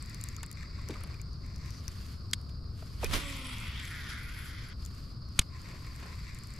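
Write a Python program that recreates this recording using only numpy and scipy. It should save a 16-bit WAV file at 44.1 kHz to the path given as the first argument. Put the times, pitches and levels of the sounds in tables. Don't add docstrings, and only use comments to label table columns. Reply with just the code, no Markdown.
import sys
import numpy as np
from scipy import signal
from scipy.fft import rfft, irfft, next_fast_len
from scipy.io import wavfile
from scipy.ndimage import uniform_filter1d

SR = 44100
rng = np.random.default_rng(int(sys.argv[2]) if len(sys.argv) > 2 else 0)


def unload_audio(sound):
    columns = np.transpose(np.atleast_2d(sound))
    steps = np.round(np.clip(columns, -1, 1) * 32767)
    wavfile.write(sys.argv[1], SR, steps.astype(np.int16))


N = 290608

# (start [s], end [s], mean whir level [dB],
# lift of the lowest ring against the others [dB], moment of a push [s])
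WINDING = [(0, 1.174, -58.5, -5, .23), (1.455, 1.762, -58.5, 5, 1.6), (5.564, 6.18, -56, 9, 5.685),
           (6.213, 6.591, -56.5, -1, 6.24)]
# (frequency [Hz], width [Hz], relative level [dB])
GEARS = [(1040, 79, 0), (2060, 720, 11.5), (3500, 1360, 5.5), (5500, 640, -2), (7500, 260, -2.5),
         (11800, 2100, -8)]
# (start [s], end [s], level [dB])
RUSTLE = [(0, 0.318, -63.5), (0.859, 1.188, -70), (1.298, 1.623, -77), (1.67, 1.843, -63),
          (1.916, 2.118, -57), (2.241, 2.494, -71), (2.792, 3.024, -60), (4.816, 4.875, -61),
          (4.942, 5.1, -64), (5.384, 5.38, -54.5), (5.598, 6.242, -61), (6.356, 6.59, -63.5)]
# (time [s], speed [turns/s])
SPOOL = [(3.2, 291), (3.49, 256), (3.6, 232), (3.82, 191), (4.09, 127), (4.15, 119), (4.35, 96),
         (4.729, 72)]
# (time [s], relative level [dB])
TREBLE = [(3.2, 2.5), (3.68, 0.5), (3.71, -6), (3.8, -3), (3.85, 4), (3.97, 1), (4.07, -0.5), (4.11, 2),
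          (4.17, -1.5), (4.48, 5.5), (4.55, -4), (4.7, 2), (4.715, -12)]


def amp(db):
    return 10 ** (np.asarray(db, float) / 20)


def rms_one(x):
    return x / np.sqrt(np.mean(x ** 2) + 1e-20)


def in_time(rows):
    s, *columns = np.transpose(rows)
    return [np.interp(np.arange(N) / SR, s, c) for c in columns]


def envelope(table):
    return amp(in_time(table)[0])


def swells(rows, rise_db_per_s, fall_db_per_s):
    t = np.arange(0, N + 16, 16) / SR
    gain = 0
    for start, end, db in rows:
        rise = rise_db_per_s * np.maximum(start - t, 0)
        fall = fall_db_per_s * np.maximum(t - end, 0)
        gain = gain + amp(db - rise - fall)
    return np.interp(np.arange(N) / SR, t, gain)


def at_hz(points, hz):
    point_hz, value = np.array(points).T[:2]
    return np.interp(np.log(hz + 1e-9), np.log(point_hz), value)


def drift(rate_hz):
    r = np.exp(-80 * np.pi * rate_hz / SR)
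    noise = rng.standard_normal(N // 40 + 2002)
    slow = signal.lfilter([1], [1, -2 * r, r * r], noise)[2000:]
    return np.interp(np.arange(N) / 40, np.arange(len(slow)), rms_one(slow))


def grains(per_s, spread_db):
    sizes = amp(spread_db * np.minimum(rng.exponential(1, (2, N)), 5))
    signs = rng.choice([-1, 1], (2, N))
    return sizes * signs * (rng.random((2, N)) < per_s / SR)


def mix_sides(mid, side, alike):
    alike = np.clip(alike, -1, 1)
    return np.sqrt(1 + alike) * mid + np.sqrt(1 - alike) * side * np.array([[1], [-1]])


def coloured(pair, spectrum):
    # (frequency [Hz], likeness [-1 to 1])
    likeness = [(30, 0.92), (60, 1), (150, 0.96), (400, 0.62), (1400, 0.41), (5000, 0.67), (15000, 0.054)]
    size = next_fast_len(N)
    hz = np.arange(size // 2 + 1) * SR / size
    mid, side = rfft(pair, size)
    both = mix_sides(mid, side, at_hz(likeness, hz))
    return rms_one(irfft(both * amp(at_hz(spectrum, hz)), size)[:, :N])


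def spread(pair, alike, pan_db):
    return rms_one(mix_sides(*pair, alike)) * amp([[pan_db / 2], [-pan_db / 2]])


def resonance(x, hz, width_hz):
    r = np.exp(-np.pi * width_hz / SR)
    feedback = [1, -2 * r * np.cos(2 * np.pi * hz / SR), r * r]
    return signal.lfilter(np.array([1, 0, -1]) * (1 - r * r) / 2, feedback, x)


def add(out, s, sound, peak_db, pan_db):
    lag_samples = .5
    i = round(s * SR)
    sound = sound[:N - i] / np.abs(sound).max() * amp(peak_db)
    steps = np.arange(len(sound))
    late = np.interp(steps - lag_samples, steps, sound, left=0)
    out[0, i:i + len(sound)] += late * amp(pan_db / 2)
    out[1, i:i + len(sound)] += sound * amp(-pan_db / 2)


def rumble():
    # (time [s], level before panning [dB])
    air_level = [(0.0, -42), (1.8, -40.5), (6.59, -42.5)]
    # (frequency [Hz], relative level per Hz [dB])
    air_colour = [(15, -9), (28, -8), (66, -0.5), (120, -6), (206, -17), (300, -23), (500, -33), (800, -34),
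                  (1500, -58)]
    noise = coloured(rng.standard_normal((2, N)), air_colour)
    return noise * envelope(air_level) * amp([[.8], [-.8]])


def shore():
    # (frequency [Hz], relative level per Hz [dB])
    chorus_colour = [(600, -69), (900, -16.5), (1100, -4), (1400, -8.5), (1800, -21.5), (3300, -27),
                     (4150, -11.5), (4400, -3.5), (4900, -3.5), (5300, -10), (5700, -26.5), (9000, -40.5),
                     (16000, -66)]
    # (time [s], level [dB])
    chorus_level = [(0, -55), (3, -58.5), (6.59, -56)]
    noise = coloured(rng.standard_normal((2, N)), chorus_colour)
    return noise * envelope(chorus_level) * amp(1.3 * drift(27.4))


def winding():
    handle_turn_s, push_db = .34, 3.2
    teeth = grains(2000, spread_db=3.2) * amp(3 * drift(12))
    rings = []
    for hz, width_hz, db in GEARS:
        ring = resonance(resonance(teeth, hz, 2 * width_hz), hz, width_hz)
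        rings.append(amp(db) * ring / np.sqrt(width_hz))
    lowest, others = rings[0], sum(rings[1:])
    out = 0
    for start, end, db, low_db, push in WINDING:
        since_push = (np.arange(N) / SR - push) / handle_turn_s % 1
        bout = swells([(start, end, db)], rise_db_per_s=250, fall_db_per_s=175)
        effort = bout * amp(push_db * (1 - 2 * since_push))
        out = out + spread(lowest * amp(low_db) + others, alike=0.59, pan_db=3.5) * effort
    return out


def rustle():
    # (frequency [Hz], relative level per Hz [dB])
    rustle_colour = [(300, -29), (1300, -2.5), (2500, -4), (6000, -7.5), (10500, -13.5), (11800, -8),
                     (14400, -20), (16000, -23)]
    clumps = grains(7000, spread_db=0.5) * amp(1.22 * drift(44))
    return coloured(clumps, rustle_colour) * swells(RUSTLE, rise_db_per_s=229, fall_db_per_s=175)


def ticks():
    # (time [s], peak level before panning [dB], pitch [Hz])
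    clear_ticks = [(0.025, -33.5, 7950), (0.0598, -36.5, 7400), (0.0967, -36, 7560), (0.1454, -32, 6800),
                   (0.212, -28.5, 7250), (0.2386, -23, 7260), (0.2871, -29, 6800), (0.365, -30.5, 6500),
                   (0.4313, -27, 7500), (0.4625, -35.5, 7850), (0.514, -30.5, 7360), (0.528, -37, 7700),
                   (0.887, -25.5, 6100), (1.036, -32, 10400), (1.2154, -34.5, 7140), (1.561, -36.5, 5600),
                   (1.706, -34, 5450), (1.8801, -23.5, 5630), (2.3123, -36, 4960), (3.0447, -18, 5700),
                   (4.8508, -36, 6700), (4.861, -33.5, 6530), (5.288, -47, 5500), (5.961, -39, 6990),
                   (6.347, -37, 7050), (6.3876, -36, 7300), (6.4358, -37, 7200), (6.4717, -40, 7700),
                   (6.538, -37, 7500)]
    faint_per_s, loudest_faint_db = 5.6, -42.5
    out, t = np.zeros((2, N)), np.arange(1500) / SR
    faint = []
    for start, end, *_ in WINDING + RUSTLE:
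        for at, weak, high, odds in rng.random((20, 4)):
            if odds < faint_per_s * (end - start) / 20:
                s = start + at * (end - start - .01)
                faint.append((s, loudest_faint_db - 8 * weak, 5500 + 3000 * high))
    for s, db, hz in clear_ticks + faint:
        burst = rng.standard_normal(len(t)) * t * np.exp(-t / 0.00043)
        burst = signal.lfilter([1, -.7], [1], burst)
        housing = resonance(burst, *GEARS[1][:2])
        add(out, s, resonance(burst, hz, 940) + 0.26 * burst + 0.42 * housing, db, pan_db=11.0)
    return out


def drips():
    # (time [s], peak level [dB], starting pitch [Hz])
    blips = [(0.3823, -44, 1280), (0.406, -48, 2140), (0.638, -50, 1270), (0.786, -41.5, 1090),
             (0.955, -39.5, 1200), (0.966, -43, 1045), (1.009, -45, 1320), (1.1414, -47, 2390),
             (1.196, -46, 2260), (3.034, -38, 2450), (3.044, -33, 2380), (3.057, -32, 2430)]
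    out, t = np.zeros((2, N)), np.arange(1500) / SR
    for s, db, hz in blips:
        flutter = 1 + 2.7 * uniform_filter1d(rng.standard_normal(len(t)), size=40)
        tone = np.sin(2 * np.pi * hz * t * (1 + 1.7 * t))
        add(out, s, flutter * tone * t * np.exp(-t / 0.0025), db, 0)
    return out


def clutch():
    # (time [s], peak level before panning [dB], strongest region [Hz])
    knocks = [(0.43, -35.5, 1380), (0.904, -38.5, 2510), (0.938, -39.5, 2230), (1.036, -41, 1800),
              (1.88, -43, 2000), (2.491, -47.5, 3480), (3.134, -22.5, 4000), (5.409, -39, 2800),
              (5.4126, -37, 2820), (5.418, -42, 2200), (5.844, -44, 1300), (6.029, -45, 1800),
              (6.357, -48, 2250)]
    # (time [s], peak level before panning [dB], rattle decay [ms], strongest region [Hz])
    snaps = [(2.3326, -15.5, 0.36, 4550), (2.3339, -13.5, 0.98, 4220), (2.338, -34, 2.5, 5000),
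             (5.3903, -13, 0.45, 2380), (5.3921, -3, 0.78, 5740), (5.394, -27, 2.8, 2360)]
    # (frequency [Hz], relative level [dB])
    modes = [(1250, 21.5), (1700, 11), (2200, 14.5), (2800, 0), (3500, 12.5), (3950, -0.5), (4580, 9),
             (5550, -3), (6650, 4), (7900, 6.5), (8900, -18), (10400, -15), (11800, -10), (14000, -8)]
    # (time [s], peak level [dB], decay [ms])
    jolt = (5.394, -17, 1.8)
    knock_ms = 3.15
    out, t = np.zeros((2, N)), np.arange(1500) / SR
    rattles = [(s, db, knock_ms, hz) for s, db, hz in knocks] + snaps
    for s, db, rattle_ms, centre_hz in rattles:
        burst = rng.standard_normal(len(t)) * t * np.exp(-t * 1000 / rattle_ms)
        rings = 0
        for hz, mode_db in modes:
            weight = amp(mode_db - 10.4 * np.log2(hz / centre_hz) ** 2)
            rings = rings + weight * resonance(burst, hz, 250 + 0.075 * hz)
        add(out, s, rings, db, .3)
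    s, db, decay_ms = jolt
    add(out, s, -t * np.exp(-t * 1000 / decay_ms), db, 0)
    return out


def slosh():
    # (start [s], end [s], level [dB])
    stirs = [(.89, 1.12, -55.5), (5.69, 5.74, -55.5), (6.03, 6.08, -54)]
    born, dealt = grains(1000, spread_db=0.5), rng.integers(0, 16, N)
    laps = 0
    for k, hz in enumerate(np.geomspace(300, 2500, 16)):
        bubbles = born * (dealt == k) + 1e-18
        laps = laps + resonance(bubbles, hz, hz / 4.4) * amp(-3.0 * np.log2(hz / 500))
    return spread(laps, alike=0.46, pan_db=0.0) * swells(stirs, rise_db_per_s=145.0, fall_db_per_s=161)


def bumps():
    # (time [s], peak level [dB], pitch [Hz], scuff decay [ms])
    thuds = [(.894, -31, 284, 3.5), (.904, -33.5, 257, 3.4), (.916, -38.5, 239, 6.3), (2.823, -39, 520, 2),
             (3.0285, -25.5, 545, 2.8), (3.037, -26, 382, 2.6), (6.055, -44, 507, 4.0)]
    out, t = np.zeros((2, N)), np.arange(1500) / SR
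    for s, db, hz, scuff_ms in thuds:
        noise = rng.standard_normal(len(t)) * t * np.exp(-t * 1000 / scuff_ms)
        scuff = resonance(noise, hz, 1.4 * hz)
        add(out, s, resonance(scuff, hz, 0.63 * hz) + 0.21 * scuff, db, 0)
    return out


def line_rub():
    # (start [s], end [s], level before panning [dB])
    rubs = [(1.77, 1.8, -59)]
    hiss = resonance(resonance(grains(4600, spread_db=-13.5), 4500, 900), 6000, 900)
    return spread(hiss, alike=0.75, pan_db=6.0) * swells(rubs, rise_db_per_s=42, fall_db_per_s=700)


def whoosh():
    # (start [s], end [s], level [dB])
    cuts = [(3.03, 3.05, -41.5), (3.135, 3.16, -31.5)]
    # (frequency [Hz], relative level per Hz [dB])
    swish_colour = [(150, 5), (250, 2.5), (748, -1), (1220, 0), (1640, -0.5), (3520, -2), (7980, -13),
                    (10500, -10), (14700, -16), (16000, -44)]
    air = coloured(grains(6000, spread_db=3.5), swish_colour)
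    return air * swells(cuts, rise_db_per_s=507, fall_db_per_s=246)


def gust():
    # (start [s], end [s], level before panning [dB])
    pushes = [(3.055, 3.12, -32.5)]
    band = signal.butter(2, [16, 52], "band", fs=SR, output="sos")
    low = signal.sosfilt(band, rng.standard_normal((2, N)))
    return spread(low, alike=0.9, pan_db=-11.0) * swells(pushes, rise_db_per_s=220, fall_db_per_s=95)


def spool():
    turns, = in_time(SPOOL)
    octaves = np.log2(turns / 280)
    angle = 2 * np.pi * np.cumsum(turns * (1 + 0.00261 * drift(20.1))) / SR
    running = swells([(SPOOL[0][0], SPOOL[-1][0], 0)], rise_db_per_s=500, fall_db_per_s=2000)
    return running * (spool_hum(octaves, angle) + line_whir(octaves, angle) + thumb_whine(turns, angle))


def spool_hum(octaves, angle):
    # (multiple of the turning rate, relative level [dB], dies away from [s])
    orders = [(1, 5, 3.7), (2, -3, 3.49), (4, -2, 3.54)]
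    db_at_reference, db_per_octave = -55, 16
    hum = 0
    for k, db, end in orders:
        fade = swells([(0, end, db)], rise_db_per_s=1, fall_db_per_s=300)
        hum = hum + amp(3.5 * drift(30)) * fade * np.sin(k * angle)
    return amp(db_at_reference + db_per_octave * octaves) * hum


def line_whir(octaves, angle):
    # (frequency [Hz], width [Hz], relative level free [dB], relative level under the thumb [dB])
    frame_modes = [(1010, 640, -5.5, -6), (1467, 230, -10.5, 2), (2000, 416, -4.5, 3), (2450, 520, -5, -7),
                   (3250, 600, -1, 0), (5200, 1600, -10.5, -5.5), (7700, 610, -14.5, -16),
                   (9700, 1500, -14.5, -17), (11100, 2100, -16, -8.5), (13700, 2100, -18, -30)]
    # (start [s], end [s], added level before panning [dB])
    surges = [(4.1, 4.13, -52)]
    db_at_reference, db_per_octave = -41.5, 6
    treble_hz = 6000
    thumb_from_s, thumb_down_s = 3.56, 4.4
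    thumb = np.clip((np.arange(N) / SR - thumb_from_s) / (thumb_down_s - thumb_from_s), .1, 1)
    flaps = grains(6000, spread_db=1.5) * (1 + 0.085 * np.cos(angle)) * amp(1.0 * drift(45))
    treble_db, = in_time(TREBLE)
    whir = 0
    for k, (hz, width_hz, free_db, held_db) in enumerate(frame_modes):
        mode_db = free_db + (held_db - free_db) * thumb + 2.0 * drift(4.5)
        if hz > treble_hz:
            mode_db = mode_db + treble_db + 2.0 * drift(30)
        ring = resonance(resonance(flaps, hz, 3 * width_hz), hz, width_hz) / np.sqrt(width_hz)
        whir = whir + (-1) ** k * amp(mode_db) * ring
    surge = swells(surges, rise_db_per_s=304, fall_db_per_s=296)
    level = amp(db_at_reference + db_per_octave * octaves) + surge
    return spread(whir, alike=0.59, pan_db=0.9) * level


def thumb_whine(turns, angle):
    # (start [s], end [s], rms level of a partial before weighting and flicker [dB])
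    brushes = [(3.83, 4.1, -56.5)]
    whine = 0
    for k in range(8, 15):
        weight_db = -40 * np.log2(k * turns / 1720) ** 2 - 3 * (k != 11)
        whine = whine + amp(weight_db + 4.5 * drift(18)) * np.sin(k * angle)
    return np.sqrt(2) * whine * swells(brushes, rise_db_per_s=70, fall_db_per_s=35)


def slaps():
    # (time [s], peak level before panning [dB], pitch [Hz])
    clear_slaps = [(3.331, -52, 9590), (3.3667, -39.5, 9840), (3.4262, -44, 7600), (3.4473, -40, 7800),
                   (3.4691, -37, 10100), (3.5833, -38, 7610), (3.601, -37, 8100), (3.7995, -38, 7760),
                   (3.8537, -36, 7050), (4.0922, -42, 10700), (4.6867, -43, 10600)]
    faint_per_s, faint_db = 60, -43
    out, t = np.zeros((2, N)), np.arange(400) / SR
    start, end = SPOOL[0][0], SPOOL[-1][0]
    faint = []
    for at, weak, high in rng.random((round(faint_per_s * (end - start)), 3)):
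        s = start + at * (end - start)
        swell_db = np.interp(s, *np.transpose(TREBLE)) / 2
        faint.append((s, faint_db - 8 * (weak + at) + swell_db, 6800 + 4500 * high))
    for s, db, hz in list(clear_slaps) + faint:
        burst = rng.standard_normal(len(t)) * t * np.exp(-t / 0.00029)
        prickle = resonance(resonance(burst, hz, 2500), hz, 2500)
        add(out, s, prickle, db, rng.uniform(-1.4, 3.2))
    return out


def strands():
    # (start [s], end [s], first pitch [Hz], last pitch [Hz], peak level before flicker [dB])
    whistles = [(3.23, 3.34, 3400, 3300, -60), (3.5, 3.69, 3230, 3400, -58), (3.53, 3.66, 2900, 2950, -60),
                (3.55, 3.76, 2680, 2820, -62), (3.88, 4.03, 1430, 1450, -57), (4.08, 4.28, 1460, 1400, -57),
                (4.3, 4.45, 1480, 1720, -60)]
    t = np.arange(N) / SR
    out = 0
    for start, end, from_hz, to_hz, db in whistles:
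        glide = np.interp(t, [start, end], [from_hz, to_hz])
        pitch = glide * (1 + .006 * drift(8) + .008 * drift(40))
        tone = np.sin(2 * np.pi * np.cumsum(pitch) / SR)
        swell = swells([(start, end, db)], rise_db_per_s=250, fall_db_per_s=200)
        out = out + tone * amp(3 * drift(12)) * swell
    return out


def scene():
    surroundings = rumble() + shore()
    handling = winding() + rustle() + ticks() + clutch() + bumps()
    water = drips() + slosh()
    line_and_cast = line_rub() + whoosh() + gust() + spool() + slaps() + strands()
    return surroundings + handling + water + line_and_cast


def record(dry):
    dipped = dry - .5 * resonance(dry, 762, 241.0)
    soft = signal.sosfilt(signal.butter(4, 13700, fs=SR, output="sos"), dipped)
    steep = signal.cheby2(14, 50, 16400, fs=SR, output="sos")
    return signal.sosfilt(steep, soft)


dry = scene()
out = record(dry)
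unload_audio(out)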